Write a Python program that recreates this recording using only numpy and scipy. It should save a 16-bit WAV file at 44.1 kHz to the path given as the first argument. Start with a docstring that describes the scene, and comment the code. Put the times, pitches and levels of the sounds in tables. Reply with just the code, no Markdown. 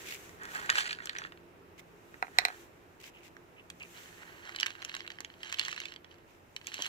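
"""Dry pet food poured from hand-held plastic bowls into bowls on a concrete yard.
A distant drone and faint hum run throughout; at the start cloth rustles and a cat crunches.
First pour, to 1.4 s: the heap slides, pellets tick on each other and ring the plastic.
At 2.2-2.5 s the emptied bowl bounces on the concrete; then cats crunch and push pellets about.
Second pour, from 4 s: more slides, ticks and rustle; the held bowl bumps the one below."""
import sys
import numpy as np
from scipy import signal
from scipy.io import wavfile

SR = 44100
rng = np.random.default_rng(int(sys.argv[2]) if len(sys.argv) > 2 else 0)


def master_out(mix):
    """Clip the mix to full scale and print it as 16-bit PCM to the path in sys.argv[1]."""
    frames = np.transpose(np.atleast_2d(mix))
    ceiling = np.clip(frames, -1, 1)
    pcm = np.round(ceiling * 32767).astype(np.int16)
    wavfile.write(sys.argv[1], SR, pcm)


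N = 303408
SPLIT_S = 2.55   # first pour's bowls before, second's after
FIRST_LEAN_DB, SECOND_LEAN_DB, SET_DOWN_LEAN_DB = 2, 3.5, 3.3   # nominal, right over left


def from_db(db):
    """dB to gain."""
    return 10 ** (np.asarray(db) / 20)


def rms_one(x):
    """Scale to rms 1."""
    return x / np.sqrt(np.mean(x ** 2) + 1e-20)


def in_time(rows):
    """Per-sample gain from (t/s, level/dB) rows."""
    s, db = np.transpose(rows)
    return from_db(np.interp(np.arange(N) / SR, s, db))


def at_hz(points, hz):
    """Look up (f/Hz, value) rows on a log axis."""
    knots_hz, values = np.transpose(points)
    return np.interp(np.log(hz), np.log(knots_hz + 1), values)


def butter(x, order, hz, kind):
    """Causal Butterworth filter."""
    return signal.sosfilt(signal.butter(order, hz, kind, fs=SR, output="sos"), x)


def ring(clicks, hz, t60_s):
    """Resonator: a unit click starts a decaying unit sine."""
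    r, w = from_db(-60 / (t60_s * SR)), 2 * np.pi * hz / SR
    return signal.lfilter([0, np.sin(w)], [1, -2 * r * np.cos(w), r * r], clicks + 1e-18)


def drift(rate_hz):
    """Slow random wander, rms 1."""
    r = np.exp(-80 * np.pi * rate_hz / SR)
    slow = signal.lfilter([1], [1, -2 * r, r * r], rng.standard_normal(N // 40 + 2002))[2000:]
    return np.interp(np.arange(N) / 40, np.arange(len(slow)), rms_one(slow))


# left-right likeness of noise: f/Hz, correlation
CORRELATION = [(30, .65), (110, .75), (220, .75), (380, .55), (700, .07), (1290, -.3), (2400, .1),
               (15000, 0)]

def banded_noise(spectrum, flicker_db, correlation_scale):
    """Stereo noise in flickering half-octave bands, rms 1."""
    out, common = 0, drift(2.5)
    edges_hz = 22 * 2 ** np.arange(0, 9.9, .5)
    white = rng.standard_normal((2, 2, N))
    for k, (low, high) in enumerate(zip(edges_hz, edges_hz[1:])):
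        if high < spectrum[0][0]:
            continue
        mid, side = butter(white[k % 2], 2, [low, high], "band")
        hz = np.sqrt(low * high)
        alike = np.clip(correlation_scale * at_hz(CORRELATION, hz), -1, 1)
        gain = from_db(at_hz(spectrum, hz) + flicker_db * (.6 * common + drift(12)))
        out = out + gain * (np.sqrt(1 + alike) * mid + np.sqrt(1 - alike) * side * [[1], [-1]])
    return rms_one(out)


# drone spectrum: f/Hz, relative density/dB
DRONE_SPECTRUM = [(12, -29), (20, -15), (49, -10), (104, -5.5), (222, -10.5), (347, -4), (527, -10),
                  (1030, -12), (1330, -15.5), (2200, -17), (3440, -29.5), (7110, -34), (9950, -34.5),
                  (14700, -35.5), (16000, -39)]
# drone envelope: t/s, level/dB
DRONE_LEVELS = [(0, -54), (.3, -55), (.7, -54.5), (1.3, -58), (2.2, -57.5), (3.2, -58.5), (4.2, -58),
                (5, -59), (6, -59.5), (6.88, -60)]

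def drone():
    """Distant, low, near-steady noise."""
    return in_time(DRONE_LEVELS) * banded_noise(DRONE_SPECTRUM, flicker_db=.5, correlation_scale=1)


# hum tones: f/Hz, width/Hz, start level/dB, fade/(dB/s)
HUM_TONES = [(87, 14, -76.5, -0.2), (172.9, 5.6, -70.5, 0.85), (344.8, 9.2, -68, 0.1),
             (400.8, 61, -62, 2.5)]

def hum():
    """Narrow wavering tones: noise twice through a resonance."""
    out = 0
    for hz, width_hz, db, fade_db_per_s in HUM_TONES:
        r = np.exp(-np.pi * width_hz / SR)
        poles = [1, -2 * r * np.cos(2 * np.pi * hz / SR), r * r]
        band = signal.lfilter([1, 0, -1], poles, rng.standard_normal(N + SR))
        tone = signal.lfilter([1], poles, band)[SR:]
        out = out + from_db(db - fade_db_per_s * np.arange(N) / SR) * rms_one(tone)
    return out


def yard(x, level_db=-17, t60_s=.09, cutoff_hz=6000):
    """Scatter off ground and walls: a dull noise tail per channel."""
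    t = np.arange(SR // 3) / SR
    tail = rng.standard_normal((2, len(t))) * from_db(-60 * t / t60_s) * (t > .002)
    tail = butter(tail, 1, cutoff_hz, "low")
    tail = from_db(level_db) * tail / np.sqrt(np.sum(tail ** 2, axis=1, keepdims=True))
    return signal.fftconvolve(x, tail, axes=1)[:, :N]


# cloth spectrum: f/Hz, relative density/dB
RUSTLE_SPECTRUM = [(700, -19), (1500, -1.5), (3000, -4.5), (5000, -15.5), (8000, -0.5), (9300, -12),
                   (12500, -8), (16000, -25)]
# cloth envelope: t/s, level/dB
RUSTLE_LEVELS = [(0, -52), (.25, -54), (.4, -66.5), (.52, -50.5), (.68, -57.5), (.8, -46), (.95, -96),
                 (1.6, -87), (2.05, -68.5), (2.62, -57.5), (2.72, -74.5), (3.7, -75), (3.85, -61),
                 (4.0, -53.5), (4.15, -59), (5.2, -75), (5.7, -64), (6.0, -98), (6.88, -54)]

def rustle():
    """Nearby cloth: swells of bright noise."""
    return in_time(RUSTLE_LEVELS) * banded_noise(RUSTLE_SPECTRUM, flicker_db=.7, correlation_scale=.3)


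# crunch spectrum: f/Hz, relative density/dB
CRUNCH_SPECTRUM = [(900, -59), (2000, 3.5), (3000, -4.5), (5000, -12), (7500, -7), (9500, -16),
                   (13000, -15.5), (16000, -19)]
# cat bites: t/s, length/s, level/dB
BITES = [(0.046, 0.13, -43.5), (1.775, 0.038, -54), (2.997, 0.024, -56.5), (3.01, 0.1, -51.5),
         (3.132, 0.093, -65), (3.218, 0.084, -57), (6.245, 0.17, -68.5)]

def crunches():
    """Teeth crush a pellet: gritty noise under a short swell."""
    t, swell = np.arange(N) / SR, 0
    for start_s, length_s, db in BITES:
        progress = np.clip((t - start_s) / length_s, 0, 1)
        swell = swell + from_db(db) * np.sin(np.pi * progress ** .93).clip(0)
    grit = from_db(3.2 * drift(190))
    return swell * grit * banded_noise(CRUNCH_SPECTRUM, flicker_db=-.5, correlation_scale=.1)


# pushed pellets: t/s, length/s, f/Hz, level/dB
CAT_PUSHES = [(3.134, 0.066, 2750, -57), (3.197, .03, 2620, -61), (3.563, 0.05, 2700, -57.5),
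              (3.8, 0.042, 2550, -44.5), (3.845, 0.018, 2490, -54), (5.039, 0.036, 2020, -49.5)]

def pushes(slips_per_s=1100, t60_s=.0051):
    """A cat pushes a pellet across its bowl: uneven slips ring one note."""
    t, out = np.arange(N) / SR, 0
    slips = rng.standard_normal(N) * (rng.random(N) < slips_per_s / SR)
    for start_s, length_s, hz, db in CAT_PUSHES:
        progress = np.clip((t - start_s) / length_s, 0, 1)
        swell = np.sin(np.pi * progress).clip(0) ** .5
        stutter = ring(ring(slips, hz, t60_s), hz, t60_s / 2)
        out = out + from_db(db) * swell * rms_one(stutter)
    return out * from_db(SECOND_LEAN_DB * np.array([[-.5], [.5]]))


MAX_T60_CYCLES = 62.4   # soft plastic damps every mode within this
LANDING_JITTER_S = .00004   # pellets land all over a bowl, so the right lag varies
# stereo balance of the bowls: f/Hz, lean multiplier
LEAN_SCALE = [(300, -0.48), (1300, 1.65), (2400, 2.43), (4500, 1.25), (8000, 1.28), (15000, -.2)]

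def strikes(times_s, levels_db, modes, detune, lean_db, rise_s=.0004, jitter_s=0):
    """Struck plastic: three beating partials a mode, retuned per hit. levels_db: hits x modes."""
    left_at = np.round(times_s * SR).astype(int)
    hz, mode_db, t60_s = np.repeat(np.transpose(modes), 3, axis=1)
    t = np.arange(1300)[:, None] / SR
    scatter = rng.standard_normal((len(left_at), 3, len(hz)))
    pitches_hz = hz * np.exp(detune * scatter[:, 0])
    decay = from_db(-60 * t / np.minimum(t60_s, MAX_T60_CYCLES / hz))
    envelope = decay * (1 - np.exp(-t / rise_s))
    balance_db = lean_db * np.outer([-.5, .5], at_hz(LEAN_SCALE, hz)) + 1.5 * scatter[:, 1:]
    partial_db = np.repeat(levels_db, 3, axis=1) + mode_db - 9
    signs = (-1) ** (np.arange(len(hz)) // 3)
    gains = signs * from_db(partial_db[:, None] + balance_db)
    jitter = np.round(jitter_s * SR * rng.standard_normal(len(left_at))).astype(int)
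    right_at = (left_at + jitter).clip(0, N)
    out = np.zeros((2, N + len(t)))
    for i, j, gain, pitch_hz in zip(left_at, right_at, gains, pitches_hz):
        left, right = gain @ (envelope * np.sin(2 * np.pi * pitch_hz * t)).T
        out[0, i:i + len(t)] += left
        out[1, j:j + len(t)] += right
    return out[:, :N]


def blows(hits, modes, body_hz, bright_hz, spread_db, **strike_args):
    """Hits ring a bowl; body shifts modes below body_hz, brightness those above bright_hz."""
    s, peak_db, body_db, bright_db = np.transpose(hits)[:, :, None]
    hz = np.array(modes)[:, 0]
    levels_db = peak_db + body_db * (hz < body_hz) + bright_db * (hz > bright_hz)
    levels_db += spread_db * rng.standard_normal(levels_db.shape)
    return strikes(s[:, 0], levels_db, modes, **strike_args)


def snaps(hits, gain_db, band_hz=(3430, 12000), t60_s=.018):
    """Dry contact crack: a treble noise burst, stronger for brighter hits."""
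    s, peak_db, _, bright_db = np.transpose(hits)
    clicks = np.zeros(N)
    clicks[np.round(s * SR).astype(int)] = from_db(peak_db + bright_db + gain_db)
    envelope = signal.lfilter([1], [1, -from_db(-60 / (t60_s * SR))], clicks + 1e-18)
    noise = rng.standard_normal(N) + .8 * rng.standard_normal((2, N))
    return butter(envelope * noise, 1, band_hz, "band")


def lag_right(x, lag_s, bass_hz=1000, bass_share=.35):
    """The farther, right microphone lags; bass bends round its housing and lags less."""
    n, lag = np.arange(N), lag_s * SR
    bass = signal.sosfiltfilt(signal.butter(4, bass_hz, fs=SR, output="sos"), x[1])
    right = np.interp(n - bass_share * lag, n, bass) + np.interp(n - lag, n, x[1] - bass)
    return np.array([x[0], right])


# bowl-on-bowl knocks: t/s, level/dB
KNOCKS = [(5.203, -45), (6.791, -38), (6.801, -41)]
# hollow ring: f/Hz, level/dB, t60/s
HOLLOW_MODES = [(270, 2, 0.021), (606, 5.2, 0.0076), (1020, 2.2, 0.015)]

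def bumps():
    """The held bowl knocks the one below: a low hollow ring."""
    s, peak_db = np.transpose(KNOCKS)
    levels_db = peak_db[:, None] + np.zeros(len(HOLLOW_MODES))
    return strikes(s, levels_db, HOLLOW_MODES, detune=.039, lean_db=SECOND_LEAN_DB, rise_s=.00036)


# bowl on concrete: t/s, level/dB, body/dB, brightness/dB
BOUNCES = [(2.2250, -31, 8.5, -10), (2.2455, -52, 13, -21), (2.268, -49, 0, -16), (2.28, -54.5, 10, -16),
           (2.3857, -15.5, -4, -0.5), (2.418, -43, 2, -10), (2.4510, -21.5, -3.5, -0.5),
           (2.4720, -49, 10, -14), (2.4835, -39, 5, -2.5), (2.4940, -54, -6, -17), (2.5010, -47.5, 7, -13)]
# empty bowl: f/Hz, level/dB, t60/s
EMPTY_MODES = [(400, -11.5, 0.015), (737, -2.5, 0.045), (970, -1.5, 0.016), (1326, 1.5, 0.019),
               (1530, 2.5, 0.011), (1973, 8, 0.012), (2404, 5, 0.011), (2750, -2.5, 0.008),
               (3040, -15.5, 0.015), (4036, 12, .011), (5470, 2.5, 0.0057), (6420, -10.5, 0.0075),
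               (7700, -0.5, .007)]

def set_down():
    """The emptied bowl bounces on concrete, ringing and cracking."""
    rings = blows(BOUNCES, EMPTY_MODES, body_hz=1750, bright_hz=2800, spread_db=.5,
                  detune=.008, lean_db=SET_DOWN_LEAN_DB)
    return rings + snaps(BOUNCES, gain_db=-1.5)


# slides of the heap: t/s, length/s, level/dB, body/dB
HEAP_SLIDES = [(0.0, 0.14, -55, -15), (0.416, .1, -59, 16), (0.56, 0.34, -47, 9.5),
               (0.759, 0.058, -32.5, -1), (0.862, 0.049, -42.5, -13), (1.034, 0.04, -54.5, 4.5),
               (1.142, .11, -52.5, 5), (2.393, 0.13, -52.5, 13.2), (3.964, 0.18, -58, 8),
               (4.21, 0.23, -62, 16.5), (4.456, 0.19, -54, 11.5), (4.61, 0.1, -51, 2),
               (4.8, 0.083, -58, 13.5), (4.933, 0.065, -50.5, 1), (5.106, 0.39, -63.5, 8),
               (5.453, .1, -48.5, 4.3), (5.603, 0.26, -44, 1.2), (5.896, 0.054, -68, 2.5),
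               (6.108, 0.085, -67.5, 6), (6.678, 0.053, -49, -3), (6.797, 0.092, -43, 2)]

def slide_gains(rise_db_per_s=358.5, sag_db_per_s=35, stop_db_per_s=217):
    """A tilt or jolt starts a slide, which sags and stops. Returns treble and body gains."""
    t, gains = np.arange(N) / SR, from_db(-110)
    for start_s, length_s, db, body_db in HEAP_SLIDES:
        age_s = t - start_s
        loss_db = rise_db_per_s * (-age_s).clip(0) + sag_db_per_s * age_s.clip(0)
        loss_db += stop_db_per_s * (age_s - length_s).clip(0)
        gains = gains + from_db(db - loss_db) * from_db([[0], [body_db]])
    return gains


# bowls of the first pour: f/Hz, level/dB, t60/s
FIRST_MODES = [(747, -23.5, 0.0105), (932, -16.5, 0.0099), (1470, 3, 0.0132), (1749, 0.5, 0.031),
               (2220, -3, 0.013), (2700, 1.5, 0.01234), (3310, -4, 0.028), (4364, -0.5, 0.012),
               (5540, -4, 0.0088), (6160, 4.5, 0.0095), (7830, 10.5, .006)]
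# bowls of the second pour: f/Hz, level/dB, t60/s
SECOND_MODES = [(770, -17.5, 0.0091), (1060, -15, 0.03), (1763, 5.5, 0.0084), (2365, -2.5, 0.019),
                (3013, 5.5, .018), (3460, -16.5, 0.01), (4130, 3, 0.022), (5750, 9.5, .008),
                (6800, 6, 0.015), (7820, 7.5, .006)]

def sliding_heap(treble_gain, body_gain, ticks_per_s=2500, size_spread_db=3.5, body_hz=(620, 1970)):
    """Dense clumps of ticks; each rings about half the modes, at one of three tunings."""
    sizes = from_db(size_spread_db * np.minimum(rng.exponential(1, N), 3))
    ticks = sizes * (rng.random(N) < ticks_per_s * from_db(4 * drift(30)) / SR)
    split, pours = round(SPLIT_S * SR), []
    for modes, part, lean_db in ((FIRST_MODES, ticks[:split], FIRST_LEAN_DB),
                                 (SECOND_MODES, ticks[split:], SECOND_LEAN_DB)):
        bowl = 0
        for hz, db, t60_s in modes:
            slot = rng.integers(0, 6, len(part))
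            t60_s = min(t60_s, MAX_T60_CYCLES / hz)
            tone = sum(ring(part * (slot == k), hz * tuning, t60_s) * (-1) ** k
                       for k, tuning in enumerate([.93, 1, 1.07]))
            right = np.roll(tone, round(LANDING_JITTER_S * SR * rng.standard_normal()))
            dull_db = -9 * (hz > 5300)   # small soft contacts are duller
            balance_db = lean_db * at_hz(LEAN_SCALE, hz) * np.array([[-.5], [.5]])
            bowl = bowl + np.array([tone, right]) * from_db(db + dull_db + balance_db)
        pours.append(rms_one(bowl))
    rattle = np.hstack(pours)
    body = butter(rattle, 3, body_hz, "band")
    treble = butter(rattle, 3, body_hz[1], "high")
    return body_gain * body + treble_gain * treble


def strays(heap_gain, per_s=70, over_heap_db=5.5, body_db=1.8, bright_db=-11):
    """Pellets leave the heap and tick alone: random hit rows that follow its level."""
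    at = rng.integers(0, N, round(per_s * N / SR))
    scatter = rng.standard_normal((len(at), 3))
    peak_db = 20 * np.log10(heap_gain[at]) + over_heap_db + 3 * scatter[:, 0]
    colour_db = [body_db, bright_db] + 2.5 * scatter[:, 1:]
    return np.column_stack([at / SR, peak_db, colour_db])


# single pellets on plastic: t/s, level/dB, body/dB, brightness/dB
PELLET_HITS = [(0.1228, -33, 1, -18), (0.134, -49, -14, -5), (0.1452, -46, -9, 10), (0.2927, -50, 7.5, 3),
               (0.4342, -60, 8, 20), (0.4532, -39.5, 4, 0.5), (0.549, -35, 2, -3), (0.5618, -47, 6, 7),
               (0.5975, -52.5, -5, 13), (0.6596, -44.5, 4, 7), (0.6936, -27, 11.5, -29),
               (0.6999, -14.5, -2, -8.5), (0.7273, -44, 6, -6), (0.7708, -27, -0.5, -20),
               (0.7829, -17, 0, -12), (0.8055, -25, -14, -11), (0.8915, -31, -6, -18),
               (0.8989, -35, -16, -20), (0.9082, -24.5, -25, -18), (0.9286, -26, -4, -17),
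               (0.9485, -37, -20, -28), (0.9867, -41, 7.5, -22), (1.0028, -50, 15, -21),
               (1.0206, -48.5, 10.5, -20), (1.0567, -44, 4, 15), (1.0715, -29, -9, -14),
               (1.0942, -22, -9, -16), (1.1008, -48, -20, -23), (1.1519, -44.5, 12.5, -15),
               (1.1626, -37.5, 10, -24), (1.1684, -33, -4, -21), (1.1849, -28, -2, -5),
               (1.2182, -40.5, 8.5, -29), (1.2383, -33, -17, -20), (1.249, -42, 11.5, -27),
               (1.3213, -40.5, 2.5, -16), (1.374, -48.5, -1, -16), (1.7942, -52, 10, 0),
               (2.1415, -49, 10.5, -20), (3.0403, -44, -3, -13), (3.3667, -57.5, 17, 2),
               (3.7009, -33.5, -4, -5), (3.799, -51, -5, -3), (3.8294, -50, -13, 1), (4.2317, -61, 22, -17),
               (4.4928, -48, 17, 1), (4.5477, -40, 3, -21), (4.561, -33, -1, -4), (4.5868, -32, -14, -25),
               (4.6, -26, -25, -5), (4.6086, -29, -15, -2.5), (4.63, -21.5, 0, -15), (4.6613, -30, 3.5, -5),
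               (4.6652, -27, 0, -3), (4.7042, -37, 3.5, -10), (4.7522, -47, 13, -15),
               (4.8198, -36, -5, -10), (4.8255, -40, 5, -8), (4.8482, -33.5, -2, 3.5),
               (4.895, -33.5, -11, -14), (4.9412, -31.5, 3, -14), (4.95, -32, 5, -6),
               (4.9656, -34, 7.5, -9), (5.0047, -33, 0, -18), (5.0645, -42, -5, -15),
               (5.0765, -36, 2.5, -11), (5.1028, -36, 0, -11.5), (5.117, -39.5, 2, -13),
               (5.186, -44.5, 7, -22), (5.205, -40, 7.5, 5.5), (5.247, -35.5, 0.5, -8),
               (5.3007, -48, 6, -29), (5.339, -50.5, 4, -21), (5.4313, -33, -5.5, -9.5),
               (5.455, -46, -21, -18), (5.4982, -36.5, 1, -10), (5.5254, -27, 3, -5),
               (5.5423, -27.5, -10, -11), (5.5857, -30, -17, -14), (5.5949, -19, -9, -7),
               (5.6136, -32, -24, -26), (5.6503, -33, -9, -6), (5.6675, -43, -1, -24),
               (5.6824, -34.5, 8, -5), (5.6904, -40, 7, -12), (5.7146, -34.5, -16, -5),
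               (5.7269, -34, 5, -10), (5.7629, -36.5, -2, -7), (5.7773, -36, 8, -20),
               (5.8017, -32.5, -7, -5.5), (5.816, -37.5, -1, -26), (5.8546, -30.5, -5.5, -10),
               (5.884, -43, -7, -12), (5.8954, -52, -7.5, -15), (5.9211, -37.5, -2, -15),
               (5.9385, -42.5, -3, -9), (5.961, -39.5, -6, -14), (6.0447, -47, 5, -12),
               (6.1136, -51.5, -9, -28), (6.5637, -31, -3, -7), (6.6134, -45, -4, -14),
               (6.6694, -34.5, -31, 4), (6.6849, -51, -18, 4), (6.7216, -44, -6, -12),
               (6.7418, -28, -6, -5.5), (6.8215, -29, -34, 2), (6.8635, -32, -24, -2.5)]

def pellets(stray_hits):
    """Each pellet cracks on the plastic and rings the bowls in use."""
    hits = np.vstack([PELLET_HITS, stray_hits])
    early = hits[:, 0] < SPLIT_S
    landing = dict(body_hz=2300, spread_db=1.5, detune=.08, jitter_s=LANDING_JITTER_S)
    first = blows(hits[early], FIRST_MODES, bright_hz=4900, lean_db=FIRST_LEAN_DB, **landing)
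    second = blows(hits[~early], SECOND_MODES, bright_hz=4700, lean_db=SECOND_LEAN_DB, **landing)
    return first + second + snaps(hits, gain_db=-6.5)


def scene():
    """Bowls and yard scatter over crunches, cloth, drone and hum."""
    treble_gain, body_gain = slide_gains()
    pours = pellets(strays(treble_gain)) + sliding_heap(treble_gain, body_gain) + bumps() + pushes()
    pour_lag_s = np.where(np.arange(N) < SPLIT_S * SR, .00030, .00023)
    bowls = lag_right(pours, pour_lag_s) + lag_right(set_down(), lag_s=.00039)
    bowls = butter(bowls, 2, 280, "high")   # small bowls radiate no bass
    cloth, distant = rustle(), drone()
    near = bowls + yard(bowls) + crunches() + cloth
    return near + (distant + hum()) * from_db([[-.8], [.8]])


def record(dry, dip_hz=9400, dip_width_hz=2300, dip_depth=.54, ceiling=.95, cutoff_hz=16500):
    """Microphone: one weak treble band, rounded peaks, low-pass."""
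    band = signal.lfilter(*signal.iirpeak(dip_hz, dip_hz / dip_width_hz, fs=SR), dry)
    rounded = ceiling * np.tanh((dry - dip_depth * band) / ceiling)
    return signal.sosfilt(signal.cheby2(12, 60, cutoff_hz, fs=SR, output="sos"), rounded)


dry = scene()
out = record(dry)
master_out(out)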